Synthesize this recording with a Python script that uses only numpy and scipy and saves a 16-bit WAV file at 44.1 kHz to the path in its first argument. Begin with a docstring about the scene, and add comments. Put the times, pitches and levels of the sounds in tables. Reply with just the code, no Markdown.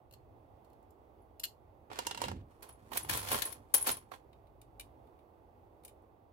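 """Pliers, a bag of tools and a switch terminal

In a small hard-walled room with distant traffic, two microphones stand a hand apart.
Pliers nip and slip off a wire end, then are laid down clattering on a bench: ticks and grit ring their modes.
A plastic bag of steel tools is picked up, crinkling in clumps of grit and jingling in high steel modes.
Last, a wire is pushed into a switch terminal with small clicks. Traffic and hiss are narrow bands of noise."""
import sys
import numpy as np
from scipy import signal
from scipy.io import wavfile

SR = 44100
rng = np.random.default_rng(int(sys.argv[2]) if len(sys.argv) > 2 else 0)


def makeup_ratio(level_db):
    """Linear amplitude ratio for a level in decibels (20 dB per factor of ten)."""
    decades = np.asarray(level_db, float) / 20
    return 10 ** decades


def materialize(psi):
    """Save the field psi as 16-bit PCM at rate SR to the path in sys.argv[1].

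    A 1-D psi becomes a single channel; in a 2-D psi each row is a channel.
    """
    bounded = np.clip(np.atleast_2d(psi).T, -1, 1)
    quanta = np.round(bounded * 32767).astype(np.int16)
    wavfile.write(sys.argv[1], SR, quanta)


N = 278878

# The four bands of every contact: lows, mids, treble, air. Each row: low edge in Hz, high edge in Hz.
BANDS = [(300, 1166), (1500, 4252), (5000, 16540), (10000, 15050)]


def at_hz(points, hz):
    """Read a table on a log-frequency axis."""
    table_hz, values = np.array(points)[:, 0], np.array(points)[:, 1]
    return np.interp(np.log(hz), np.log(table_hz), values)


def in_time(rows):
    """Level columns over time; the first is silent outside the table."""
    s, first, *rest = np.transpose(rows)
    t = np.arange(N) / SR
    return [np.interp(t, s, first, left=-150, right=-150)] + [np.interp(t, s, c) for c in rest]


def band(x, low_hz, high_hz):
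    """Band-pass that keeps the rms of white noise."""
    sos = signal.butter(2, [low_hz, min(high_hz, .45 * SR)], "band", fs=SR, output="sos")
    return signal.sosfilt(sos, x + 1e-18) * np.sqrt(SR / 2 / (high_hz - low_hz))


def drift(rate):
    """Slow chance, spread 1: noise through two equal poles, one value every 40 samples."""
    r = np.exp(-80 * np.pi * rate / SR)
    noise = rng.standard_normal(N // 40 + 2002)
    slow = signal.lfilter([1], [1, -2 * r, r * r], noise)[2000:]
    return np.interp(np.arange(N) / 40, np.arange(len(slow)), slow / slow.std())


def ring(force, modes):
    """A force sets every mode of a body ringing; modes are (Hz, dB, t60 in s)."""
    out = 0
    for hz, level_db, t60 in modes:
        r, w = makeup_ratio(-60 / (t60 * SR)), 2 * np.pi * hz / SR
        struck = [0, makeup_ratio(level_db) * np.sin(w)]
        out = out + signal.lfilter(struck, [1, -2 * r * np.cos(w), r * r], force + 1e-18)
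    return out


def voiced(force, modes):
    """Forces by band become a crack plus the modes that lie in that band."""
    out = 0
    for k, (low, high) in enumerate(BANDS):
        inside = [m for m in modes if low <= m[0] < high]
        out = out + (-1) ** k * band(force[k], low, high) + ring(force[k], inside)
    return out


def grit(per_s, spread_db):
    """Random micro-clicks of uneven size, bands x channels; a wide source sounds partly unlike at each side."""
    # Share of each band (lows, mids, treble, air) that both microphones hear alike, 0 to 1.
    same_grit = [0.716, 0.13, 0.17, 0.13]
    struck = rng.random(N) < per_s / SR
    sizes = makeup_ratio(spread_db * np.minimum(rng.exponential(1, N), 4)) * struck
    shared, *own = rng.standard_normal((3, N))
    alike = np.clip(same_grit, 0, 1)[:, None, None]
    signs = np.sqrt(alike) * shared + np.sqrt(1 - alike) * np.array(own)
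    return sizes / np.sqrt(np.mean(sizes ** 2)) * signs


def contacts(s, level_db, low_db, mid_db, ms, pan_db, rise_share, hold_share, tick_db, treble_db, air_db):
    """Each contact is one sharp tick, then a short run of grit that swells, holds and dies."""
    force, ticks = np.zeros((2, len(BANDS), 2, N))
    each = np.broadcast(s, level_db, low_db, mid_db, ms, pan_db)
    for start_s, level, low, mid, length_ms, pan in each:
        length = max(length_ms, .3) * SR / 1000
        rise, hold = rise_share * length + 2, hold_share * length
        k = np.arange(int(8 * length + rise))
        decay = np.exp(-np.maximum(k - rise - hold, 0) / (length - hold))
        shape = np.minimum(k / rise, 1) ** 2 * decay
        colour_db = np.array([low, mid, treble_db, air_db])[:, None]
        gains = makeup_ratio(level + colour_db + [pan / 2, -pan / 2])
        start = int(start_s * SR)
        force[:, :, start + k] += gains[:, :, None] * shape
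        ticks[:, :, start] += gains * makeup_ratio(tick_db)
    return force * grit(14000, 1.6) + ticks


def rustle(rows, per_s, spread_db, clump_db, colour_db, dulling, pan_db):
    """Dense grit in clumps; the gentler the handling, the more the lower bands lead."""
    firm_db = -48  # handling gentler than this sounds duller
    treble_db, = in_time(rows)
    # dulling: dB per dB below firm, one for each band
    lead_db = np.array(dulling)[:, None] * (firm_db - treble_db) * (treble_db > -120)
    level = makeup_ratio(treble_db + np.array(colour_db)[:, None] + lead_db)
    clumps = makeup_ratio(clump_db * drift(40)) * makeup_ratio([[pan_db / 2], [-pan_db / 2]])
    return level[:, None] * clumps * grit(per_s, spread_db)


def traffic():
    """Narrow bands of far rumble and microphone hiss, each flickering a little."""
    # Colour of rumble and hiss. Each row: frequency in Hz, relative density in dB per Hz.
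    colour = [(15, -38), (25, -2.5), (53, -6), (108, -6.5), (175, -22), (236, -11.5), (285, -17),
              (344, -9.5), (503, -11.5), (560, -11.5), (911, -9), (1400, -46.5), (1700, -33), (6740, -55.5),
              (16000, -47)]
    # The deep rumble swells. Each row: time in seconds, level in dB.
    rumble_swell = [(0, 3.5), (.45, 2), (.7, -1.34), (1.5, 1), (2.6, 1.92), (3.7, 1.85), (4.2, 0.49),
                    (4.8, 4), (5.1, -2), (5.7, -1.22), (6.33, -1)]
    # How alike the two microphones hear it. Each row: frequency in Hz, left-right likeness from -1 to 1.
    likeness = [(50, 1), (130, 0.54), (290, 0.9), (640, 0.49), (1400, -0.86), (3000, 0.29)]
    out, together = 0, drift(1.5)
    edges = 24 * 2 ** np.arange(0, 9.7, .4)
    white = rng.standard_normal((2, 2, N))
    swell_db = in_time(rumble_swell)[0]
    for k, (low, high) in enumerate(zip(edges, edges[1:])):
        mid, side = band(white[k % 2], low, high) * np.sqrt(high - low)
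        hz = np.sqrt(low * high)
        alike = np.clip(at_hz(likeness, hz), -1, 1)
        flicker_db = 0.91 * together + 0.58 * drift(11)
        gain = makeup_ratio(at_hz(colour, hz) + flicker_db + swell_db * (hz < 130))
        out = out + gain * (np.sqrt(1 + alike) * mid + np.sqrt(1 - alike) * side * [[1], [-1]])
    return out / out.std() * makeup_ratio(-58.5)


def thuds():
    """The bench booms in low noise bands and one deep mode when weight shifts on it."""
    # Weight shifting on the bench. Each row: time of full weight in seconds, deep force in dB, boom force in dB.
    weight_shifts = [(2.296, -54, -47.5), (2.384, -45, -55.5), (2.93, -67.5, -59), (3.13, -44, -55),
                     (3.342, -47, -56), (3.6, -65.5, -63), (3.91, -55, -57.5)]
    lean_db_per_s, lift_db_per_s = 110.5, 179.5  # how fast the weight comes and goes
    s, *forces_db = np.transpose(weight_shifts)
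    late = np.arange(N)[:, None] / SR - s
    swell = makeup_ratio(np.minimum(lean_db_per_s * late, -lift_db_per_s * late))
    deep, boom = rng.standard_normal((2, N)) * [swell @ makeup_ratio(db) for db in forces_db]
    out = makeup_ratio(-10.0) * band(deep, 28, 95)
    out = out + ring(deep, [(100.1, -23.5, 0.095)])
    out = out + band(boom, 150, 320)
    return out * makeup_ratio([[-1.2], [1.2]])


def ping():
    """One short tap, a burst of noise, rings a single high mode of the pliers' jaws by the wall."""
    # One row: time in seconds, mode level in dB, frequency in Hz, t60 in seconds.
    thin_ping = (1.219, -91, 11100, .1)
    s, level_db, hz, t60 = thin_ping
    tap = rng.standard_normal((2, N)) * (np.abs(np.arange(N) / SR - s) < .003)
    return ring(tap, [(hz, level_db, t60)])


def terminal():
    """The wire end scrapes and clicks in the terminal, whose small parts ring for a few ms."""
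    # Wire end in the terminal. Each row: start in seconds, level in dB, mids in dB re level.
    terminal_clicks = [(4.329, -67.5, -2), (4.4687, -73, -6.5), (4.614, -51.5, -16.5), (4.796, -37, -14),
                       (4.807, -45.5, -14), (5.07, -72, -9.5), (5.1887, -71.5, -6.5), (5.835, -58, -15),
                       (5.8483, -39.5, -23), (5.8784, -48, -18.5), (5.891, -56, -14), (6.02, -73.5, -22.5)]
    # Modes of the terminal. Each row: frequency in Hz, level in dB, t60 in seconds.
    terminal_modes = [(2360, -10, 0.011), (2850, -12, .009), (3600, -11, 0.012), (9700, -11, 0.006)]
    s, level_db, mid_db = np.transpose(terminal_clicks)
    force = contacts(s, level_db, -21, mid_db, ms=6.56, pan_db=2.78, rise_share=0.21, hold_share=0.132,
                     tick_db=-4.0, treble_db=-14.5, air_db=-8.0)
    return voiced(force, terminal_modes)


def pliers_on_wire():
    """The jaws nip and slip off the wire, each tick and scrape ringing the short steel modes."""
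    # Jaws on the wire. Each row: start in seconds, level in dB, mids in dB re level, scrape length in ms.
    wire_clicks = [(0.1107, -56, -10.5, 3.8), (0.125, -53, -14, 4.4), (0.136, -52, -10, 6.76),
                   (0.646, -64.5, -12.5, 7.8), (0.7, -68.5, -15.5, 5.7), (0.731, -64, -18, 5.2),
                   (0.8276, -66, -33.5, 3.8), (0.9053, -62, -29.5, 6.4), (1.397, -39, -17, 2.1),
                   (1.4, -33, -23, 2.3), (1.435, -30.5, -8, 3.39), (1.4384, -27, -12, 3.14),
                   (1.4444, -32, -13.5, 4.5), (1.4524, -32.5, -18.5, 3.9)]
    # Modes of the jaws. Each row: frequency in Hz, level in dB, t60 in seconds.
    jaw_modes = [(2780, -12, .01), (4250, -9, .01), (7700, -24, .004), (13300, -6, .002)]
    s, level_db, mid_db, ms = np.transpose(wire_clicks)
    force = contacts(s, level_db, -33, mid_db, ms, pan_db=0.5, rise_share=0.159, hold_share=0.32,
                     tick_db=13.5, treble_db=-13.0, air_db=-14.5)
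    return voiced(force, jaw_modes)


def wall_work():
    """All work at the wall, thin in the bass: small parts give off little below the high-pass."""
    wall = pliers_on_wire() + ping() + terminal()
    return signal.sosfilt(signal.butter(2, 1911, "high", fs=SR, output="sos"), wall)


def bench_scuff():
    """The first soft touch swells slowly and rings the bench top."""
    # First touches on the bench. Each row: start in seconds, level in dB.
    scuffs = [(1.9, -52.5), (1.913, -50.5)]
    # Bench top under the first touch. Each row: frequency in Hz, level in dB, t60 in seconds.
    scuff_modes = [(798.7, -11.5, 0.022), (2500, -18, 0.0086)]
    s, level_db = np.transpose(scuffs)
    force = contacts(s, level_db, 3.1, -10, ms=9, pan_db=-5, rise_share=0.24, hold_share=0.25,
                     tick_db=0.5, treble_db=-11.5, air_db=-23.5)
    return voiced(force, scuff_modes)


def bench_slide():
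    """Pliers sliding on the bench make dense grit with no modes."""
    # Pliers sliding. Each row: time in seconds, treble force in dB before colour.
    slide = [(1.9, -99.5), (1.93, -66.5), (2.08, -66), (2.184, -74), (2.238, -49), (2.42, -95.5)]
    force = rustle(slide, per_s=5000, spread_db=2.9, clump_db=3.0, colour_db=[6.5, 2, 4, -11.5],
                   dulling=[0.335, 0.25, 0.014, 0.019], pan_db=0.5)
    return voiced(force, [])


def bench_knocks():
    """The pliers land and rock, each knock ringing the handles."""
    # Landing and rocking. Each row: start in seconds, level in dB, lows in dB re level, mids in dB re level.
    knocks = [(1.989, -23, -12.5, -14), (2.068, -18, -22.5, -19), (2.111, -28.5, -13, -6.5),
              (2.147, -34.5, -15.5, -6), (2.175, -32, -18, -9.5), (2.217, -23, -12, -18.5),
              (2.239, -30.5, -7, -6), (2.283, -31.5, -6, -11.5), (2.315, -40, -1.5, -18.5)]
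    # Modes of the handles. Each row: frequency in Hz, level in dB, t60 in seconds.
    handle_modes = [(950, -14, 0.06), (2767, -15, 0.02), (3900, -16, .012)]
    force = contacts(*np.transpose(knocks), ms=4.375, pan_db=-3.0, rise_share=0.13, hold_share=0.12,
                     tick_db=13.0, treble_db=-9.5, air_db=-24.5)
    return voiced(force, handle_modes)


def pliers_on_bench():
    """Touch, slide and knocks together; from this distance they sound dull above the low-pass."""
    bench = bench_knocks() + bench_scuff() + bench_slide()
    return signal.sosfilt(signal.butter(1, 9000, fs=SR, output="sos"), bench)


def jingle():
    """Each touch is a dying chatter of steel on steel that keeps the shafts' high modes singing."""
    # Steel shafts touching each other. Each row: start in seconds, strength in dB.
    shaft_touches = [(2.6888, -67), (2.7252, -71.5), (2.9761, -51), (3.0295, -53.5), (3.0964, -55),
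                     (3.1527, -51), (3.1956, -50.5), (3.2294, -59.5), (3.3039, -59.5), (3.3273, -45),
                     (3.3518, -50), (3.4526, -47), (3.4794, -55), (3.5194, -55.5), (3.7405, -31),
                     (3.7564, -39), (3.7794, -50), (3.8094, -45), (3.825, -45.5), (3.8706, -45),
                     (3.9135, -44.5), (3.9684, -57)]
    # Modes of the shafts. Each row: frequency in Hz, level in dB, t60 in seconds.
    shaft_modes = [(10615, -10.5, 0.045), (10555, -10.5, .05), (10490, -20, .04), (10100, -26.5, .03),
                   (10300, -22, .03), (10870, -19, 0.03)]
    s, strength_db = np.transpose(shaft_touches)
    touches = np.zeros(N)
    touches[(s * SR).astype(int)] = makeup_ratio(strength_db)
    dying = signal.lfilter([1], [1, -np.exp(-1 / (0.0098 * SR))], touches + 1e-18)
    chatter = dying * grit(1600, 2.52)[2]  # grit as alike as in the treble band
    return ring(chatter, shaft_modes) * makeup_ratio([[1.5], [-1.5]])


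def bag_film():
    """Folds of the bag snap over amid crinkling grit, and the film rings briefly."""
    # Folds snapping. Each row: start in seconds, level in dB, lows in dB re level, mids in dB re level.
    bag_snaps = [(2.625, -41.5, -42.5, -14), (2.6888, -49, -15.5, -19.5), (2.9158, -43.5, -1, -11),
                 (2.9302, -37, -9.5, -9.5), (2.9557, -43, 1, -31.5), (2.9707, -20.5, -30, -17),
                 (3.0454, -44, -4, -15), (3.0935, -24.5, -11, -12), (3.1507, -34, -4, -19.5),
                 (3.1702, -26, -15, -24), (3.2712, -37.5, -9.5, -9), (3.2833, -38.5, -12, -4),
                 (3.3149, -22, -11.5, -14.5), (3.3258, -27, -8.5, -33.5), (3.3424, -30, -3.5, -10),
                 (3.3521, -33.5, -7, -12), (3.3877, -38.5, -11.5, -14.5), (3.4187, -23, -26, -13),
                 (3.454, -35, -11, -23.5), (3.5234, -41, -32.5, -16.5), (3.7385, -18.5, -19, -24.5),
                 (3.745, -20, -25, -26), (3.775, -34.5, -29, -21.5), (3.8681, -22.5, -10, -38.5),
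                 (3.91, -32.5, -32, -34), (3.966, -46, -16.5, -15), (4.115, -50, 6, -4.5),
                 (4.135, -57, 5, 2)]
    # The bag swings across. Each row: time in seconds, left over right in dB.
    bag_place = [(2.62, -8), (3.04, -3.5), (3.1, 11), (3.281, 2.5), (3.42, 12.5), (3.751, 16), (4.12, -4.5)]
    # How hard the bag is handled. Each row: time in seconds, treble force in dB before colour.
    handling = [(2.48, -99), (2.512, -86), (2.62, -90.5), (2.624, -66), (2.77, -91), (2.9, -80.5),
                (2.968, -49), (3.08, -73.5), (3.096, -42.5), (3.26, -56), (3.322, -44.5), (3.526, -66),
                (3.62, -92.5), (3.735, -88), (3.745, -37), (3.76, -53), (3.844, -60), (3.872, -40),
                (4.08, -95.5), (4.11, -90.5), (4.118, -76), (4.14, -66), (4.22, -104)]
    # Modes of the film. Each row: frequency in Hz, level in dB, t60 in seconds.
    film_modes = [(1021, -19.5, .012), (1218, -22, 0.0041), (3000, -26.5, 0.0092), (4080, -21, .02)]
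    place_db = np.interp(np.transpose(bag_snaps)[0], *np.transpose(bag_place))
    snaps = contacts(*np.transpose(bag_snaps), ms=8.45, pan_db=place_db, rise_share=0.22, hold_share=.45,
                     tick_db=-0.5, treble_db=-18.0, air_db=-8.5)
    crinkle = rustle(handling, per_s=2500, spread_db=2.4, clump_db=2.2, colour_db=[0.5, 1.53, 0.5, 5.0],
                     dulling=[0.4, 0.0, 0.118, 0.051], pan_db=0.0)
    return voiced(snaps + crinkle, film_modes)


def arrive(x, lag):
    """The left microphone hears it lag samples after the right."""
    n = np.arange(N)
    return np.array([np.interp(n - lag / 2 * side, n, c) for c, side in zip(x, (1, -1))])


def room(x, wet_db, gap_ms):
    """Reflections: noise that dies band by band, its own in each channel."""
    # Reverberation of the room. Each row: frequency in Hz, t60 in seconds.
    room_t60 = [(300, 0.14), (1500, 0.14), (5000, 0.16), (14000, 0.1517)]
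    t, edges = np.arange(SR // 2) / SR, 100 * 2 ** np.arange(0, 8.)
    white = rng.standard_normal((2, len(t)))
    tail = 0
    for k, (low, high) in enumerate(zip(edges, edges[1:])):
        decay = makeup_ratio(-60 * t / at_hz(room_t60, np.sqrt(low * high)))
        tail = tail + (-1) ** k * band(white, low, high) * np.sqrt(high - low) * decay
    tail = tail * np.clip(t * 1000 / gap_ms, 0, 1)  # the reflections build up over the first few ms
    tail = tail / np.sqrt((tail ** 2).sum(axis=1).mean())
    return makeup_ratio(wet_db) * signal.fftconvolve(x.mean(axis=0)[None], tail)[:, :N]


def scene():
    """Wall work arrives from the left, bench and bag from the right."""
    wall = arrive(wall_work(), -18)
    bench = arrive(pliers_on_bench(), 18)
    bag = arrive(bag_film() + jingle(), 14)
    near = wall + bench + bag
    return near + room(near, wet_db=-7.5, gap_ms=5.0) + thuds() + traffic()


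def top_cut(x):
    """Nothing passes above the cut-off."""
    return signal.sosfilt(signal.butter(12, 16990, fs=SR, output="sos"), x)


def record(dry):
    """The microphones lose the deepest bass, the left one has a dip; the top is cut."""
    # The left microphone's housing swallows a band. One row: centre in Hz, width in Hz, depth in dB.
    left_dip = (783, 1400, -13)
    hz, width_hz, dip_db = left_dip
    b, a = signal.iirpeak(hz, hz / width_hz, fs=SR)
    left = dry[0] - (1 - makeup_ratio(dip_db)) * signal.lfilter(b, a, dry[0])
    mix = np.array([left, dry[1]])
    mix = signal.sosfilt(signal.butter(6, 43, "high", fs=SR, output="sos"), mix)
    mix = signal.sosfilt(signal.cheby2(10, 25, 16300, fs=SR, output="sos"), mix)
    return top_cut(mix)


dry = scene()
out = record(dry)
materialize(out)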